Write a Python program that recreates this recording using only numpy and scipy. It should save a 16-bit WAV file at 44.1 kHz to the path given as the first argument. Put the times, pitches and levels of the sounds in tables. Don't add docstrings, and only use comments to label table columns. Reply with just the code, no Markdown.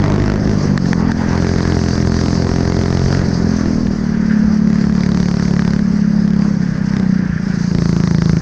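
import sys
import numpy as np
from scipy import signal
from scipy.fft import rfft, irfft, next_fast_len
from scipy.io import wavfile
from scipy.ndimage import uniform_filter1d, map_coordinates

SR = 44100
rng = np.random.default_rng(int(sys.argv[2]) if len(sys.argv) > 2 else 0)


def master(y):
    cut = np.clip(np.atleast_2d(y).T, -1, 1)
    pcm = np.round(cut * 32767)
    wavfile.write(sys.argv[1], SR, pcm.astype(np.int16))


def magnitude_from_level(level_db):
    exponent = np.asarray(level_db, float) / 20
    return 10 ** exponent


N = 370881

# (time [s], firing rate [1/s])
SPEED = [(0.0, 49.24), (0.461, 51.62), (0.732, 48.2), (1.053, 41.76), (1.457, 43.81), (2.0, 42.48),
         (2.838, 43.84), (3.173, 45.71), (3.296, 43.39), (3.53, 42.72), (3.852, 39.19), (4.339, 35.61),
         (5.043, 36.09), (6.38, 34.68), (6.626, 32.89), (6.993, 32.14), (7.31, 28.9), (8.41, 26.76)]
# (start [s], end [s], throttle [0-1])
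OPENINGS = [
    (-.1, .38, 0.83),
    (.47, .53, .8),
    (1.3, 3.23, 0.68),
    (4.66, 5.8, 0.5),
    (5.0, 5.8, 0.76),
    (6.26, 6.45, 0.4),
    (6.95, 7.02, 1),
    (7.72, 8.5, 0.95),
]
IDLE, PEDAL_S = 0.06, 0.08
# (start [s], end [s], scatter of firing moment [ms])
STUMBLES = [(1.13, 1.22, 1), (3.76, 3.95, .8), (5.86, 5.97, 1.5), (6.58, 6.79, 1.6), (7.26, 7.56, 1.8),
            (7.56, 8.5, .2)]
# (firing rate [1/s], ring [Hz], rise [ms], fall [ms], thump [dB])
SILENCER_SHUT = [(27.4, 180, 3.3, 8.9, -23), (32.36, 183, 4.1, 6.3, -28), (35.9, 203, 6.2, 8.3, -25),
                 (39.5, 205, 3, 5, -20.5), (43, 197.5, 3, 4.3, -19.5), (51, 190, 2.3, 4, -24)]
# (firing rate [1/s], ring [Hz], rise [ms], fall [ms], thump [dB])
SILENCER_OPEN = [(27.1, 171, 4, 11, -20.5), (28.54, 178, 4.4, 11, -21), (37.16, 197, 3.5, 8.2, -27),
                 (40, 197, 2.2, 3, -23), (51.3, 181, 2, 3, -22)]
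# (time [s], level [dB], tuning [ratio to usual pitch])
RING = [(0, -21.5, 1), (.5, -20, 1), (.9, -15, .93), (1.2, -17, 1.14), (1.4, -21.5, 1), (2.3, -18, 1),
        (3.05, -21.5, 1), (3.4, -17.5, .9), (3.6, -17, 1.15), (4, -19, 1), (4.38, -12, 1.02),
        (5.3, -15.5, .98), (6.4, -12.5, 1), (6.74, -17.5, 1), (7.1, -12.5, 1.05), (7.42, -19, 1),
        (7.6, -14.5, 1), (8.41, -11.5, 1)]
# (frequency [Hz], level [dB], fall [ms], push 1 or pull -1)
PIPE = [(75.3, 3, 13, -1), (151.2, -3.5, 28, 1), (304.3, -5.5, 11, 1), (392.4, -2, 8.45, 1),
        (491, -12.5, 3.3, 1), (686, -11.5, 6.3, 1), (963, -25.5, 8.3, 1)]
# (frequency [Hz], density [dB per Hz])
CRACK = [(250, -24), (450, -11), (800, -2), (1300, -1), (1900, 0), (2600, -11), (3300, -13), (4400, -7.5),
         (6000, -11), (7500, -21), (9000, -34), (12000, -52), (15000, -62)]
# (frequency [Hz], density [dB per Hz])
BUFFET = [(15, -30), (40, -15), (100, -13), (200, -7), (350, -13.5), (600, -22), (1500, -75.5)]
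BUFFET_DB, BUFFET_PER_FIRING = -39, 0.5
# (frequency [Hz], density [dB per Hz])
DRUM = [(15, -6), (40, -1.5), (80, 0), (140, -7.5), (250, -31), (500, -74.5)]
DRUM_DB, GUST_S = -31.5, 0.15
# (start [s], end [s], level [dB])
GUSTS = [(-.2, .8, 6), (.8, 1.3, 6), (2.4, 3.2, 4), (3.3, 4.1, 7), (3.8, 3.92, 9), (4.1, 4.6, 5),
         (4.9, 5.05, 2), (7.2, 7.6, 2)]
# (frequency [Hz], density [dB per Hz])
ROAR = [(200, -14), (350, -3), (600, -2), (950, 0), (1300, -2), (1900, -5), (2500, -15), (3400, -20),
        (6000, -45), (9000, -90)]
ROAR_DB, ROAR_PER_FIRING = -32.5, 0.3
ROAR_LOAD_DB, ROAR_ROUGH = 1, 0.54
# (start [s], end [s], shaking [dB])
ROUGH = [(0, .15, 5.5), (.5, .8, 4), (.97, 1.12, 7.5), (1.17, 1.4, 8), (4.29, 4.37, 0)]
ROUGH_S = 0.031
# (frequency [Hz], width [Hz], level [dB])
SCRUB = [(1626, 550, 0)]
# (start [s], end [s], scrub over rolling [dB])
SLIDES = [(0, .32, -6.5), (.62, .72, 8), (1.05, 1.75, 11.5), (1.26, 1.32, 18), (3.15, 3.7, 9),
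          (4.05, 4.5, 9.5), (4.28, 4.37, 19), (4.73, 4.85, 10), (5.7, 6.6, 5), (6.6, 7.1, 9.5),
          (7.1, 7.68, 12)]
ROLLING_DB, SLIDE_S = -43.5, 0.06
# (frequency [Hz], density [dB per Hz])
HISS = [(2500, -34), (3700, -10), (4700, 5.5), (6300, 1.5), (7200, -12.5), (8500, -16.5), (10500, -33.5),
        (13500, -52.5)]
# (time [s], hiss level [dB])
AIR = [(0, -43.5), (.35, -42), (.6, -35.5), (.75, -40), (.88, -35.5), (1.05, -42), (1.4, -34.5), (2.1, -35),
       (2.3, -33), (2.6, -36), (3.5, -36), (4.1, -43), (4.7, -42.5), (5.3, -37.5), (6.05, -42.5),
       (6.4, -41.5), (7.3, -44.5), (7.8, -37.5)]
# (frequency [Hz], width [Hz], level [dB])
RATTLE = [(860, 360, 0)]
RATTLE_DB, RATTLE_ROUGH = -54, 2.84
# (time [s], peak [dB], gain dip [dB])
POPS = [
    (0.777, -12.5, 8),
    (0.858, -23.5, -5),
    (0.931, -12.5, 5.5),
    (1.006, -27.5, -6.5),
    (1.118, -17.5, 11),
    (3.611, -25.5, -6),
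    (3.658, -24, -5),
    (3.87, -24.5, -3),
]


def unit(x):
    return x / np.sqrt(np.mean(x ** 2) + 1e-20)


def curves(rows, s):
    at, *columns = np.transpose(rows)
    return [np.interp(s, at, column) for column in columns]


def spells(rows, s, edge_s):
    start, end, height = np.transpose(rows)[..., None]
    inside = np.minimum(s - start, end - s)
    return (height * np.clip(inside / edge_s + 0.5, 0, 1)).max(axis=0)


def wobble(rate):
    knots = rng.standard_normal(int(N * rate / SR) + 4)
    return map_coordinates(knots, [np.arange(N) * rate / SR])


def filtered(x, response):
    m = next_fast_len(N + 8192)
    return irfft(rfft(x, m) * response(np.fft.rfftfreq(m, 1 / SR)), m)[:N]


def colour(points):
    hz, db = np.transpose(points)
    return lambda f: magnitude_from_level(np.interp(np.log(f + 1), np.log(hz), db, right=-120))


def modes(table):
    def response(f):
        total = 0
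        for k, (centre, width, db) in enumerate(table):
            damping = 1j * f * width
            total = total + (-1) ** k * magnitude_from_level(db) * damping / (centre * centre - f * f + damping)
        return total
    return response


def rush(response, patchy_db):
    z = signal.stft(rng.standard_normal(N + 512), nperseg=512)[2]
    field = uniform_filter1d(rng.standard_normal(z.shape), size=6, axis=0)
    field = uniform_filter1d(field, size=10, axis=1)
    noise = signal.istft(z * magnitude_from_level(patchy_db * unit(field)), nperseg=512)[1][:N]
    return unit(filtered(noise, response))


def placed(s, shapes):
    at = np.round(s * SR).astype(int)[:, None] + np.arange(shapes.shape[1])
    at = np.where((at < 0) | (at > N), N, at)
    return np.bincount(at.ravel(), shapes.ravel(), N + 1)[:N]


def swell(t, rise, fall):
    return (1 - np.exp(-(t / rise) ** 2)) * np.exp(-t / fall)


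def swing(t, hz, rise, fall):
    shape = np.where(t < 0, np.exp(-(1000 * t / rise) ** 2 / 2), np.exp(-1000 * t / fall))
    return -shape * np.cos(2 * np.pi * hz * t)


def pedal(s):
    return np.maximum(spells(OPENINGS, s, PEDAL_S), IDLE)


def pipe_modes(t, hz, rate):
    since = t + 0.0026
    steep = np.clip(rate / 43, 0, 1)
    warmth = np.minimum(hz / 195, 1)
    total = 0
    for mode_hz, db, fall_ms, way in PIPE:
        reach = steep ** min(abs(mode_hz / 150 - 1.8), 1.4)
        total = total - np.sign(way) * magnitude_from_level(db) * reach * swing(since, mode_hz * warmth, 0.68, fall_ms)
    return total


def blow_down(t, count):
    since = np.maximum(t + 0.0042, 0)
    envelope = 0.8 * swell(since, 0.0007, 0.0018) + 0.04 * swell(since, 0.002, 0.007)
    spray = rng.standard_normal((count, len(t))) * envelope
    shock = 1.6 * (t > -0.0036) * np.exp(-(t + 0.0036) / 0.00005)
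    return spray + shock


def engine():
    clock = np.arange(N) / SR
    cycles = np.cumsum(curves(SPEED, clock)[0]) / SR - 0.24
    count = int(cycles[-1]) + 1
    timing, pitch, ring_luck, thump_luck, crack_luck = rng.standard_normal((5, count, 1))
    s = np.interp(np.arange(count), cycles, clock)
    rate, throttle = curves(SPEED, s)[0], pedal(s)[:, None]
    ring_db, tuning = (column[:, None] for column in curves(RING, s))
    load = np.clip(1.4 * throttle - 0.15, 0, 1)
    shut, wide = curves(SILENCER_SHUT, rate), curves(SILENCER_OPEN, rate)
    hz, rise, fall, thump_db = (a[:, None] * (1 - load) + b[:, None] * load for a, b in zip(shut, wide))

    scatter = 0.00024 - 0.00012 * throttle[:, 0] + spells(STUMBLES, s, PEDAL_S) / 1000
    lead = 0.016
    s = s + scatter * timing[:, 0] - 0.0012 - 0.0004 * (fall - rise)[:, 0] - lead
    t = np.arange(SR // 16) / SR - lead

    size = magnitude_from_level(ring_db + 0.75 * ring_luck) * np.sqrt(20 / (rise + fall))
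    hz = hz * (1 + (0.007 + 0.02 * spells(STUMBLES, s + lead, PEDAL_S)[:, None]) * pitch)
    ring = magnitude_from_level(7.5) * size * swing(t, tuning * hz, rise, fall)
    thump = (0.45 + throttle) * magnitude_from_level(thump_db + 6 + thump_luck) * pipe_modes(t, hz, rate[:, None])
    crack = throttle * magnitude_from_level(1.6 * crack_luck - 2.6) * blow_down(t, count)
    return placed(s, ring + thump) + filtered(placed(s, crack), colour(CRACK))


def wind(faster):
    lumps = magnitude_from_level(1.5 * wobble(12))
    level = magnitude_from_level(BUFFET_DB + BUFFET_PER_FIRING * faster + 12.5)
    return level * lumps * rush(colour(BUFFET), patchy_db=1)


def gust_drum(clock):
    level_db = DRUM_DB + spells(GUSTS, clock, GUST_S) + 2 * wobble(15)
    return magnitude_from_level(level_db) * rush(colour(DRUM), patchy_db=1)


def tyre_roar(clock, faster, shake_db, bumps):
    level_db = ROAR_DB + ROAR_PER_FIRING * faster + ROAR_LOAD_DB * pedal(clock) + ROAR_ROUGH * shake_db
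    return magnitude_from_level(level_db - 4 + bumps) * rush(colour(ROAR), patchy_db=2)


def tyre_scrub(clock):
    level_db = ROLLING_DB + spells(SLIDES, clock, SLIDE_S) - 3 + 1.8 * wobble(60)
    return magnitude_from_level(level_db) * rush(lambda f: modes(SCRUB)(f) ** 2, patchy_db=0.5)


def chain_and_air_hiss(clock, bumps):
    level_db = curves(AIR, clock)[0] + 1.2 * bumps + 1.42 * wobble(90)
    return magnitude_from_level(level_db) * rush(colour(HISS), patchy_db=1.5)


def bodywork_rattle(shake_db):
    level_db = RATTLE_DB + RATTLE_ROUGH * shake_db + 2.2 * wobble(45)
    return magnitude_from_level(level_db) * rush(lambda f: modes(RATTLE)(f) ** 2, patchy_db=2)


def road():
    clock = np.arange(N) / SR
    faster = curves(SPEED, clock)[0] - 36
    shake_db = spells(ROUGH, clock, ROUGH_S)
    bumps = wobble(11)
    air = wind(faster) + gust_drum(clock) + chain_and_air_hiss(clock, bumps)
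    tyres = tyre_roar(clock, faster, shake_db, bumps) + tyre_scrub(clock)
    return air + tyres + bodywork_rattle(shake_db)


def backfires():
    s, db, _ = np.transpose(POPS)
    t = np.arange(SR // 40) / SR
    noise = rng.standard_normal((len(s), len(t)))
    bang = np.exp(-t / 0.0018) * (noise + 0.5 * np.sin(2 * np.pi * 1750 * t))
    return filtered(placed(s, magnitude_from_level(db[:, None] + 11) * bang), colour(CRACK))


def scene():
    return (engine() + road() + backfires())[None]


def top_cut(x):
    return signal.sosfilt(signal.butter(12, 15700, fs=SR, output="sos"), x)


def record(dry):
    s, _, dip_db = np.transpose(POPS)
    t = np.arange(SR // 4) / SR
    dips = np.clip(dip_db, 0, 8)[:, None] * swell(t, 0.004, 0.04)
    ducked = dry * magnitude_from_level(-placed(s, dips))
    limited = ducked / (1 + np.abs(ducked / 0.75) ** 5) ** (1 / 5)
    mix = filtered(limited[0], lambda f: 1 / (1 + (f / 11000) ** 4))[None]
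    return top_cut(mix)


dry = scene()
out = record(dry)
master(out)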